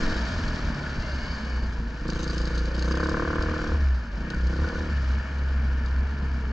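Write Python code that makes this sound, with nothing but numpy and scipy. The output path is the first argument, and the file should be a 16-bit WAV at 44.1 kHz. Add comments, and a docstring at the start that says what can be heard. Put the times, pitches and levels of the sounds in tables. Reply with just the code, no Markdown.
"""A small single-cylinder four-stroke dirt bike, heard from the seat, ends a brief pull and coasts. Its
sprocket whines through a bend; it pulls twice with a honking intake, the suspension knocking on bumps the
second time, then coasts on a deep crank hum. One pressure pulse a firing excites the resonances of the intake
and the silencer, and impacts ring the engine cases and the chain, which rattles over bumps. Beneath it all,
tyres hum and hiss on the dirt track and wind buffets the microphone."""
import sys
import numpy as np
from scipy import signal
from scipy.fft import rfft, irfft
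from scipy.io import wavfile
from scipy.ndimage import uniform_filter1d

SR = 44100
rng = np.random.default_rng(int(sys.argv[2]) if len(sys.argv) > 2 else 0)


def persist_wave(psi):
    """Save psi, clipped to +-1, as 16-bit WAV."""
    counts = np.round(np.clip(psi, -1, 1) * 32767).astype(np.int16)
    wavfile.write(sys.argv[1], SR, np.atleast_2d(counts).T)


N = 287532


# engine speed: time_s, firing_hz
FIRING_RATE = [(0.0, 44.83), (0.2, 45.26), (0.38, 40.21), (0.72, 36.48), (1.16, 33.3), (1.53, 31.39),
               (1.88, 26.92), (2.02, 28.35), (2.2, 28.74), (2.4, 28.58), (2.55, 29.72), (2.65, 28.21),
               (2.76, 30.51), (2.88, 30.48), (3.0, 34.81), (3.09, 35.01), (3.17, 37.47), (3.25, 37.13),
               (3.33, 37.84), (3.45, 38.81), (3.67, 38.83), (4.0, 30.14), (4.13, 22.87), (4.25, 31.4),
               (4.5, 31.26), (4.64, 36.51), (4.75, 36.77), (4.85, 37.99), (5.04, 32.23), (5.35, 34.54),
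               (5.88, 32.03), (6.13, 34.93), (6.52, 31.38)]

def engine_cycle():
    """Phase is the integral of frequency: returns the firing rate and the running count of cycles."""
    firing_hz, = in_time(FIRING_RATE)
    return firing_hz, .961 + np.cumsum(firing_hz) / SR


# crank hum, strongest just after the throttle shuts: time_s, level_db
HUM_LEVEL = [(0.0, -48), (0.6, -38.5), (0.68, -29.5), (0.8, -34), (0.9, -29.5), (1.03, -44), (1.14, -26.5),
             (1.22, -50.5), (1.45, -35.5), (1.58, -25), (1.78, -28), (2.04, -38), (2.3, -30.5),
             (2.61, -27.5), (2.71, -29.5), (2.82, -24.5), (2.98, -35), (3.5, -34), (3.62, -40),
             (3.8, -20.5), (3.95, -21), (4.06, -39), (4.3, -33.5), (4.46, -21), (4.53, -29.5),
             (4.62, -23.5), (4.72, -32.5), (4.88, -32.5), (5.0, -25), (5.13, -21), (5.3, -32), (5.5, -24),
             (5.75, -23.5), (5.87, -27), (6.0, -22), (6.15, -28), (6.52, -27)]

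def crank_hum(cycle, ground_db):
    """Rotational orders: the crank turns twice a firing, so the second harmonic dominates."""
    hum_db, = in_time(HUM_LEVEL)
    phase = 2 * np.pi * cycle
    weak_orders = sum(from_db(db) * np.sin(k * phase) for k, db in [(1, -21.5), (3, -31), (4, -40)])
    waver = from_db(-41.5 + 0.7 * ground_db) * drift(16)  # greater on rough ground
    return np.sqrt(2) * np.abs(from_db(hum_db) + waver) * (weak_orders - np.cos(2 * phase))


# throttle, one curve a pull: time_s, opening_fraction
THROTTLE_PULLS = [
    [(0, 0.52), (0.12, 0.46), (0.19, 0.5)],
    [(2.035, 0.48), (2.1, 0.48), (2.75, 0.38), (2.98, 0.81), (3.22, 0.86), (3.5, 0.7), (3.77, 0.55)],
    [(4.17, 0.16), (4.3, 0.34), (4.42, 0.2), (4.55, 0.49), (4.66, 0.48), (4.92, 0.44)],
]

def throttle(snap_s=.04):
    """A slide valve meters the air: returns whether it is lifted (0-1) and how far it is open."""
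    t, lifted, opening = np.arange(N) / SR, 0, 0
    for pull in THROTTLE_PULLS:
        held = (t >= pull[0][0]) & (t <= pull[-1][0])
        gate = uniform_filter1d(held * 1.0, int(snap_s * SR))
        lifted += gate
        opening += gate * in_time(pull)[0]
    return lifted, np.maximum(opening, 0)


def duct_echo(x, share, round_trip_s=0.005907):
    """Reflection: each pulse runs down the duct and returns, making a double beat."""
    return x + share * delayed(x, round_trip_s)


# bands that the duct delays: centre_hz, width_hz
DUCT_BANDS = [(420, 288), (1150, 630), (1480, 200), (1600, 260)]

def duct_dispersion(x):
    """Dispersion: all-pass stages stretch a sharp pulse into a short chirp."""
    for hz, width in DUCT_BANDS:
        x = x - 2 * resonate(x, hz, width)
    return x


# modes of the intake horn and the carburettor throat: pitch_hz, width_hz, gain_db
HORN_MODES = [(310.7, 29, 9.5), (337, 5.4, -9.5), (452.5, 70, 3.5), (501.5, 5.4, -14.5)]
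THROAT_MODES = [(1085.3, 60, 13), (1190, 100, 9), (1450, 430, 8.2), (1550, 240, 5.9)]

def honk_and_bark(cycle, opening):
    """Duct resonance: each gulp of air honks in the horn and barks in the throat."""
    honk = strokes(cycle, HORN_MODES, spread_db=-.96, colour_db=.9, rough=.021, puff_s=.0041)
    honk = cut(cut(duct_echo(honk, .6), 532, "low"), 337, "high")
    honk = from_db(-29) * opening ** 1.3 * evened(honk)
    bark = strokes(cycle, THROAT_MODES, spread_db=.8, colour_db=1.5, rough=.16, puff_s=.0022,
                   jitter_s=.00005)
    bark = cut(cut(duct_echo(bark, .33), 1643, "low", order=8), 1000, "high")
    bark = from_db(-30.5) * opening ** 2.39 * evened(bark)
    return duct_dispersion(honk + bark)


# airbox modes: pitch_hz, width_hz, gain_db
AIRBOX_MODES = [(147.5, 29, -1.5), (177, 17, -2.5)]

def airbox_throb(cycle, firing_hz, lifted, opening, db_per_octave=-6.5, cruise_hz=33):
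    """Cavity resonance: the airbox throbs over the suction wave, most strongly at low revs."""
    level_db = -34.5 + db_per_octave * np.log2(firing_hz / cruise_hz)
    throb = strokes(cycle, AIRBOX_MODES, spread_db=.6, colour_db=.5)
    throb = cut(cut(duct_echo(throb, .6), 300, "low"), 125, "high", order=4)
    suction = np.sin(2 * np.pi * cycle)
    return lifted * from_db(level_db) * opening ** .25 * (evened(throb) + suction)


# mode of the rubber intake boot: pitch_hz, width_hz, gain_db
BOOT_MODE = [(257.4, 54, 0)]

def intake_boot(cycle, opening):
    """Damped resonance: each gulp sounds a hollow note in the rubber boot."""
    note = strokes(cycle, BOOT_MODE, spread_db=1.2)
    note = cut(cut(note, 280, "low", order=4), 200, "high")
    return from_db(-38) * opening ** .74 * evened(note)


# modes of the first swing of each gulp: pitch_hz, width_hz, gain_db
SNAP_MODES = [(683, 70, 5), (960, 470, -9.5)]

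def intake_snap(cycle, opening):
    """Onset transient: each gulp begins with one sharp swing of pressure."""
    swing = strokes(cycle, SNAP_MODES, spread_db=.4, puff_s=.002, jitter_s=0)
    swing = evened(cut(swing, 1300, "low", order=4))
    return -delayed(from_db(-38) * opening ** 2.6 * swing, 0.00045)


# silencer modes: pitch_hz, width_hz, gain_db
SILENCER_MODES = [(119, 73, 3.5), (169, 26, -10), (225.7, 7.3, 6.5), (250, 55, -15)]
# burble on a closed throttle: time_s, thud_db, drone_db
BURBLE_LEVELS = [(0, -38, -44), (.4, -39, -41), (.7, -34, -36), (1.4, -45.5, -45.5), (2.0, -37, -42.5),
                 (4.0, -44.5, -46), (5.0, -43, -38.5), (5.3, -41.5, -46.5), (6.52, -41.5, -42)]

def exhaust(cycle, opening, full_throttle_db=-12.5):
    """Pulse excitation: the silencer thuds unevenly over two harmonics, fading as the throttle opens."""
    thud_db, drone_db = in_time(BURBLE_LEVELS)
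    thud_gain = from_db(thud_db + 1.5 * drift(10))
    thuds = strokes(cycle, SILENCER_MODES, spread_db=2, colour_db=3, rough=.16, puff_s=.017,
                    jitter_s=.00039)
    thuds = thud_gain * evened(cut(cut(thuds, 270, "low", order=4), 92, "high"))
    third = from_db(-8 + 3.5 * drift(22)) * np.sin(6 * np.pi * cycle)
    fourth = from_db(-7 + 3.5 * drift(10)) * np.sin(8 * np.pi * cycle)
    drone = np.sqrt(2) * from_db(drone_db) * (third + fourth)
    return from_db(full_throttle_db * opening) * (thuds + drone)


# noise spectrum of the engine cases: frequency_hz, density_db
CASE_SPECTRUM = [(1000, -9), (1280, -1), (1380, 2), (1480, 6), (1570, 1.5), (1700, 5.5), (1820, 2),
                 (1960, -12.5), (2270, -3), (2620, -14), (2950, -9), (3350, -20.5), (3700, -26.5),
                 (4200, -61.5)]

def clatter(cycle, tap_share=.72, sharpness=17):
    """Amplitude modulation: valve gear and piston tap twice a cycle over the rush of the gears."""
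    taps = np.exp(sharpness * (np.cos(4 * np.pi * cycle) - 1)) * from_db(3 * drift(60))
    return coloured(rng.standard_normal((2, N)) * (1 + tap_share * taps), CASE_SPECTRUM)


# knocks of the suspension on bumps: start_s, strength_db
SUSPENSION_KNOCKS = [(4.3025, -37), (4.3358, -35), (4.5365, -32.5), (4.6415, -29.5), (4.6786, -34),
                     (4.6952, -33.5), (4.7536, -32.5)]
# modes of the engine cases: pitch_hz, width_hz, gain_db
CASE_MODES = [(1486, 31, -1), (1711, 110, -6.5)]

def suspension_knocks():
    """Impulse response: the suspension knocks on bumps and each blow rings the cases briefly."""
    blows = np.zeros(N)
    for start_s, db in SUSPENSION_KNOCKS:
        blows[round(start_s * SR)] = from_db(db + 5)
    ring = sum(from_db(db) * SR / (2 * np.pi * width) * resonate(blows, hz, width)
               for hz, width, db in CASE_MODES)
    return cut(cut(ring, 1850, "low", order=8), 1100, "high", order=4)


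# bumpy stretches of track: start_s, end_s, rattle_db
BUMPY_STRETCHES = [(0, 0.293, -66), (2.059, 2.546, -47.5), (2.742, 3.06, -47.5), (4.304, 4.757, -54.5)]

def chain_shake(rise_s=.013, settle_db_per_s=58, smooth_ground_db=-67.5):
    """Exponential decay: bumps set the chain shaking at once, and it settles slowly after them."""
    t, gain = np.arange(N) / SR, from_db(smooth_ground_db)
    for start_s, end_s, db in BUMPY_STRETCHES:
        rise = np.clip((t - start_s) / rise_s, 0, 1)
        gain = np.maximum(gain, rise * from_db(db - settle_db_per_s * np.maximum(t - end_s, 0)))
    return gain


# hard slaps of the chain: start_s, strength_db
CHAIN_SLAPS = [(2.0806, -33), (2.101, -24), (2.133, -37), (2.167, -41), (2.1919, -31), (2.205, -36),
               (2.2293, -27), (2.241, -25.5), (2.2782, -29), (2.2988, -32), (2.31, -34), (2.333, -28),
               (2.345, -29), (2.367, -38), (2.3795, -24), (2.415, -31.5), (2.4538, -28.5), (2.4748, -27),
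               (2.5087, -35), (2.5525, -39), (2.576, -31), (2.5895, -33), (2.6558, -34), (2.7471, -31),
               (2.792, -30), (2.824, -25.5), (2.8444, -34), (2.855, -32), (2.8795, -37), (2.91, -31),
               (2.921, -30), (2.9537, -30), (2.9714, -30), (3.0029, -32), (3.033, -36), (3.07, -31),
               (3.0938, -30.5), (3.357, -32), (3.424, -28), (4.302, -28), (4.345, -32), (4.469, -34),
               (4.6878, -29.5), (5.8602, -35.5)]
# modes of the chain on its guide: pitch_hz, width_hz, gain_db
CHAIN_MODES = [(3000, 500, 4), (3840, 56, 6), (4220, 290, 1.5), (4690, 440, 7), (6100, 560, 1),
               (6360, 120, 3.5), (7360, 390, -12)]

def chain(cycle, ticks_per_s=630):
    """Impact noise: links tick on the guide, each firing tugs the chain against it and now and then it slaps
    hard."""
    shake = chain_shake()
    ticks = (rng.random(N) < ticks_per_s / SR) * from_db(-.5 * np.minimum(rng.exponential(1, N), 3))
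    ticks *= from_db(-np.cos(2 * np.pi * (cycle - .35)))
    ticks = rms_one(decaying(ticks, decay_s=.001))
    tugs = np.diff(np.floor(cycle - .25), prepend=np.floor(cycle[0] - .25))
    slaps = tugs * shake * from_db(3.5 - 1.5 * rng.uniform(-1.4, 1, N))
    for start_s, db in CHAIN_SLAPS:
        slaps[round(start_s * SR)] = from_db(db - 3.5)
    contact = decaying(slaps, decay_s=.0035) + ticks * shake
    white = rng.standard_normal((2, N))
    colours = [from_db(3 * drift(30)) for _ in CHAIN_MODES]  # each contact favours other modes

    def ring(x):
        modes = sum(from_db(db) * resonate(x * colour, hz, width)
                    for (hz, width, db), colour in zip(CHAIN_MODES, colours))
        return cut(modes, 4100, "high")

    return ring(white * contact) / np.std(ring(white))


# drive whine in the bend: time_s, pitch_hz, level_db
WHINE_CURVE = [(.85, 1918, -57.5), (1.08, 2100, -50), (1.17, 2135, -47.5), (1.31, 2270, -46),
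               (1.45, 2258, -53.5), (1.65, 2177, -52.5), (1.8, 2150, -78)]
# its partials: pitch_ratio, gain_db, waver_fraction
WHINE_PARTIALS = [(.73, 2, .012), (1.0, -1.5, .005), (1.333, -5, .005), (2.0, -9, .013), (2.9, -14, .01)]

def sprocket_whine():
    """Tooth meshing: the sprocket sings unsteadily while the wheel drives the engine through the bend."""
    hz, db = in_time(WHINE_CURVE)
    tones = sum(from_db(gain_db) * np.sin(phase_of(ratio * hz * (1 + waver * drift(500))))
                for ratio, gain_db, waver in WHINE_PARTIALS)
    return from_db(db + 2 * drift(60)) * tones


# modes of the rear sprocket: pitch_hz, width_hz, gain_db
SPROCKET_MODES = [(2916, 190, -3.5), (3790, 26, -2), (4400, 69, -5.5), (4485, 63, 5), (4780, 90, 4.5),
                  (6450, 33, 1.5)]

def sprocket_ring(ground_db):
    """Forced vibration: the chain keeps the steel ringing faintly, and louder while the teeth whine."""
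    _, whine_db = in_time(WHINE_CURVE)
    rubbing = rng.standard_normal(N)
    ring = sum(from_db(db) * resonate(rubbing, hz, width) for hz, width, db in SPROCKET_MODES)
    gain = from_db(-62.5 + ground_db) + from_db(whine_db - 1.5)
    return gain * rms_one(cut(ring, 3000, "high", order=4))


# low thumps going into the bend: centre_s, pitch_hz, peak_db
LOW_THUMPS = [(0.067, 17.5, -21), (.225, 60, -23), (0.671, 50, -29)]

def thumps(width_s=.048):
    """Gaussian tone bursts: each thump swells and dies within a few cycles."""
    t = np.arange(N) / SR
    return sum(from_db(db) * np.exp(-.5 * ((t - s) / width_s) ** 2) * np.sin(2 * np.pi * hz * (t - s))
               for s, hz, db in LOW_THUMPS)


# hum of the tyre knobs, lower as the bike slows: time_s, pitch_hz, level_db
KNOB_CURVE = [(0, 652.6, -45.5), (.5, 608.4, -47.5), (1.2, 593.7, -50.5), (1.7, 470, -55), (2.4, 471, -50),
              (3.3, 659, -47), (4.0, 608, -57.5), (5.2, 499.6, -56.5), (6.52, 448.7, -51)]

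def knob_hum(width_hz=75):
    """Narrow-band noise: the knobs strike loose dirt unevenly, which blurs their tone."""
    hz, db = in_time(KNOB_CURVE)
    phase = phase_of(hz)
    in_phase, quadrature = cut(rng.standard_normal((2, N)), width_hz / 2, "low")
    return from_db(db) * rms_one(in_phase * np.cos(phase) + quadrature * np.sin(phase))


# spectra of tyre roar, dirt hiss and flung sand: frequency_hz, density_db
TYRE_SPECTRUM = [(70, -5.5), (110, 3), (200, 9), (226, 15), (255, 4), (300, 4), (390, -2), (480, 0),
                 (560, -6.5), (615, 1), (780, -6.5), (920, 0), (1150, -5.5), (2200, -34)]
DIRT_SPECTRUM = [(1940, -34), (3300, -9), (3650, -14.5), (3770, -9), (4080, -9.5), (4420, -6.5),
                 (4850, -6.5), (5530, -8), (7090, -8), (8010, -15.5), (10400, -22), (17600, -120)]
SAND_SPECTRUM = [(5200, -18.5), (7400, 4.5), (9000, -5.5), (11000, -17)]

def tyre_noise(tyre_db, ground_db):
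    """Broadband rolling noise: tyres roar, dirt hisses and flung sand sizzles at speed."""
    roar = from_db(tyre_db) * rush(TYRE_SPECTRUM, flutter_db=1.02, flutter_hz=85)
    dirt = from_db(-49 + 1.05 * ground_db) * rush(DIRT_SPECTRUM, flutter_db=1.9, flutter_hz=160)
    sand = from_db(-71 + 1.1 * ground_db) * rush(SAND_SPECTRUM, flutter_db=3, flutter_hz=440)
    return roar + dirt + sand


# wind spectrum: frequency_hz, density_db
WIND_SPECTRUM = [(8, -4), (18, -12), (35, -4), (50, -4.5), (70, -7), (130, -20.5)]
# wind on the microphone: time_s, level_db
WIND_LEVEL = [(0.0, -35.5), (0.25, -40), (0.45, -30), (0.85, -35.5), (1.05, -31), (1.3, -37.5),
              (1.65, -35.5), (1.95, -36.5), (2.15, -39), (2.7, -36), (3.0, -39.5), (3.3, -31),
              (3.72, -32.5), (3.9, -37), (4.1, -41.5), (4.5, -37.5), (5.5, -39), (6.52, -35)]

def wind():
    """Turbulence: the airflow buffets the microphone with a low rumble."""
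    wind_db, = in_time(WIND_LEVEL)
    return from_db(wind_db) * rush(WIND_SPECTRUM, flutter_db=2.5, flutter_hz=11)


# likeness of the two microphone ports: frequency_hz, coherence_fraction
PORT_COHERENCE = [(60, 1.0), (87, 1.0), (130, 1.0), (180, 0.99), (270, 0.96), (390, 0.93), (560, 0.84),
                  (810, 0.61), (1180, 0.8), (1710, 0.89), (2480, 0.31), (3590, 0.46), (5210, 0.92),
                  (7560, 0.89)]
# their level difference: frequency_hz, left_minus_right_db
PORT_BALANCE = [(60, 0.0), (77, 0.0), (100, 0.0), (130, 0.0), (170, 0.0), (210, 0.5), (280, -1.0),
                (360, -1.0), (460, -0.5), (590, 1.0), (760, -0.5), (990, 1.5), (1270, -0.5), (1640, 2.0),
                (2120, 3.0), (2730, 4.5), (3520, 3.5), (4540, -2.0), (5860, -2.5), (7560, -0.5)]
# their phase difference: frequency_hz, left_lead_rad
PORT_PHASE = [(250, 0), (450, .3), (690, .6), (1000, .15), (1460, -.3), (1890, -.4), (2240, -1.4),
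              (2500, -.8), (2760, -1.4), (3500, -1.3), (4130, .2), (5340, -.1), (7750, .1)]

def at_ports(common, differing, fade_s=.004):
    """Spatial coherence: two ports hear the bass alike; higher up they part in level and phase."""
    alike = np.clip(per_bin(PORT_COHERENCE), 0, 1)
    lean = from_db(per_bin(PORT_BALANCE) / 2) * np.exp(.5j * per_bin(PORT_PHASE))
    from_edge = np.minimum(np.arange(N), np.arange(N)[::-1])
    fade = np.minimum(from_edge / (fade_s * SR), 1)
    mid = rfft(common * fade)
    side = rfft(differing * fade) * np.sqrt((1 - alike) / (1 + alike))
    return irfft(np.array([(mid + side) * lean, (mid - side) / lean]), N)


def strokes(cycle, modes, spread_db, colour_db=0, rough=.05, puff_s=.004, jitter_s=.0001):
    """Source and filter: one pressure pulse a cycle, trailed by a turbulent puff, rings a set of modes."""
    onsets = np.flatnonzero(np.diff(np.floor(cycle)) > 0)
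    *per_mode, strength, timing = rng.standard_normal((len(onsets), len(modes) + 2)).T
    onsets = np.clip(onsets + (jitter_s * SR * timing).astype(int), 0, N - 1)
    swirl, fade, out = rng.standard_normal(N), np.exp(-1 / (puff_s * SR)), 0
    for (hz, width, db), colour in zip(modes, per_mode):
        pulses = np.zeros(N)
        pulses[onsets] = from_db(db + spread_db * strength + colour_db * colour)
        puff = np.sqrt(1 - fade ** 2) * decaying(pulses, puff_s) * swirl
        out += resonate(pulses + rough * puff, hz, width)
    return out


def rush(spectrum, flutter_db, flutter_hz):
    """Randomly modulated noise, as a common and a differing part."""
    return coloured(rng.standard_normal((2, N)) * from_db(flutter_db * drift(flutter_hz)), spectrum)


def coloured(x, spectrum):
    """Spectral shaping, rolled off beyond both ends of the table; unit power."""
    closed = [(spectrum[0][0] / 2, -90), *spectrum, (spectrum[-1][0] * 2, -120)]
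    return rms_one(irfft(rfft(x) * from_db(per_bin(closed)), N))


def resonate(x, hz, width):
    """A two-pole resonance with unit peak gain."""
    r = np.exp(-np.pi * width / SR)
    feedback = [1, -2 * r * np.cos(2 * np.pi * hz / SR), r * r]
    return signal.lfilter(np.array([1, 0, -1]) * (1 - r * r) / 2, feedback, x + 1e-18)


def decaying(x, decay_s):
    """Give each impulse an exponential tail."""
    return signal.lfilter([1], [1, -np.exp(-1 / (decay_s * SR))], x + 1e-18)


def cut(x, hz, kind, order=2):
    """Butterworth low- or high-pass."""
    return signal.sosfilt(signal.butter(order, hz, kind, fs=SR, output="sos"), x)


def delayed(x, seconds):
    """A pure time delay."""
    return np.interp(np.arange(N) - seconds * SR, np.arange(N), x, left=0)


def drift(rate_hz):
    """A smooth random curve of unit power."""
    knots = rng.standard_normal(int(rate_hz * N / SR) + 2)
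    return rms_one(np.interp(np.arange(N) / SR * rate_hz, np.arange(len(knots)), knots))


def evened(x):
    """Unit power over a few engine cycles."""
    power = uniform_filter1d(uniform_filter1d(x ** 2, SR // 8), SR // 12)
    return x / np.sqrt(np.abs(power) + 1e-20)


def rms_one(x):
    """Scale to unit power."""
    return x / np.sqrt(np.mean(x ** 2) + 1e-20)


def from_db(db):
    """Decibels to gain."""
    return 10 ** (np.asarray(db) / 20)


def phase_of(hz):
    """Frequency integrated to radians."""
    return 2 * np.pi * np.cumsum(hz) / SR


def in_time(rows):
    """Each column of a curve at every sample."""
    time_s, *columns = np.transpose(rows)
    return [np.interp(np.arange(N) / SR, time_s, column) for column in columns]


def per_bin(points):
    """A table over log frequency, read at every FFT bin."""
    hz, value = np.transpose(points)
    return np.interp(np.log(np.arange(N // 2 + 1) * SR / N + 1e-3), np.log(hz), value)


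# running noise: time_s, clatter_db, ground_offset_db, tyre_db
RUNNING_LEVELS = [(0.0, -35, 9.5, -34), (0.5, -38.5, 6.5, -35), (0.95, -40, 2.5, -38),
                  (1.4, -41, 2.5, -37.5), (1.87, -46, -3.5, -43.5), (2.27, -41, 1, -41.5),
                  (2.8, -41.5, 1, -41), (3.0, -39.5, 0.5, -39.5), (3.6, -38.5, 4, -38.5),
                  (4.08, -46.5, -5.5, -43.5), (4.32, -41, -3, -41), (4.44, -43, -1.5, -43),
                  (4.68, -41.5, 0.5, -37.5), (4.95, -40.5, 1, -40.5), (5.4, -42, -3, -40.5),
                  (6.52, -44, -5, -42)]

def scene():
    """Superposition: one cycle times the engine, the throttle trades burble for intake roar."""
    firing_hz, cycle = engine_cycle()
    lifted, opening = throttle()
    clatter_db, ground_db, tyre_db = in_time(RUNNING_LEVELS)
    engine = crank_hum(cycle, ground_db) + exhaust(cycle, opening)
    engine += airbox_throb(cycle, firing_hz, lifted, opening) + honk_and_bark(cycle, opening)
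    engine += intake_boot(cycle, opening) + intake_snap(cycle, opening)
    noises = from_db(clatter_db) * clatter(cycle) + tyre_noise(tyre_db, ground_db) + wind() + chain(cycle)
    drive = sprocket_whine() + sprocket_ring(ground_db) + suspension_knocks()
    ground_echo = delayed(engine, 0.0087)  # arrives from the side
    return at_ports(common=engine + drive + thumps() + knob_hum() + noises[0],
                    differing=from_db(-1.5) * (ground_echo + noises[1]))


def record(dry):
    """Band limiting: the camera dulls the treble and cuts the top."""
    return cut(cut(dry, 5200, "low", order=4), 10500, "low", order=12)


dry = scene()
out = record(dry)
persist_wave(out)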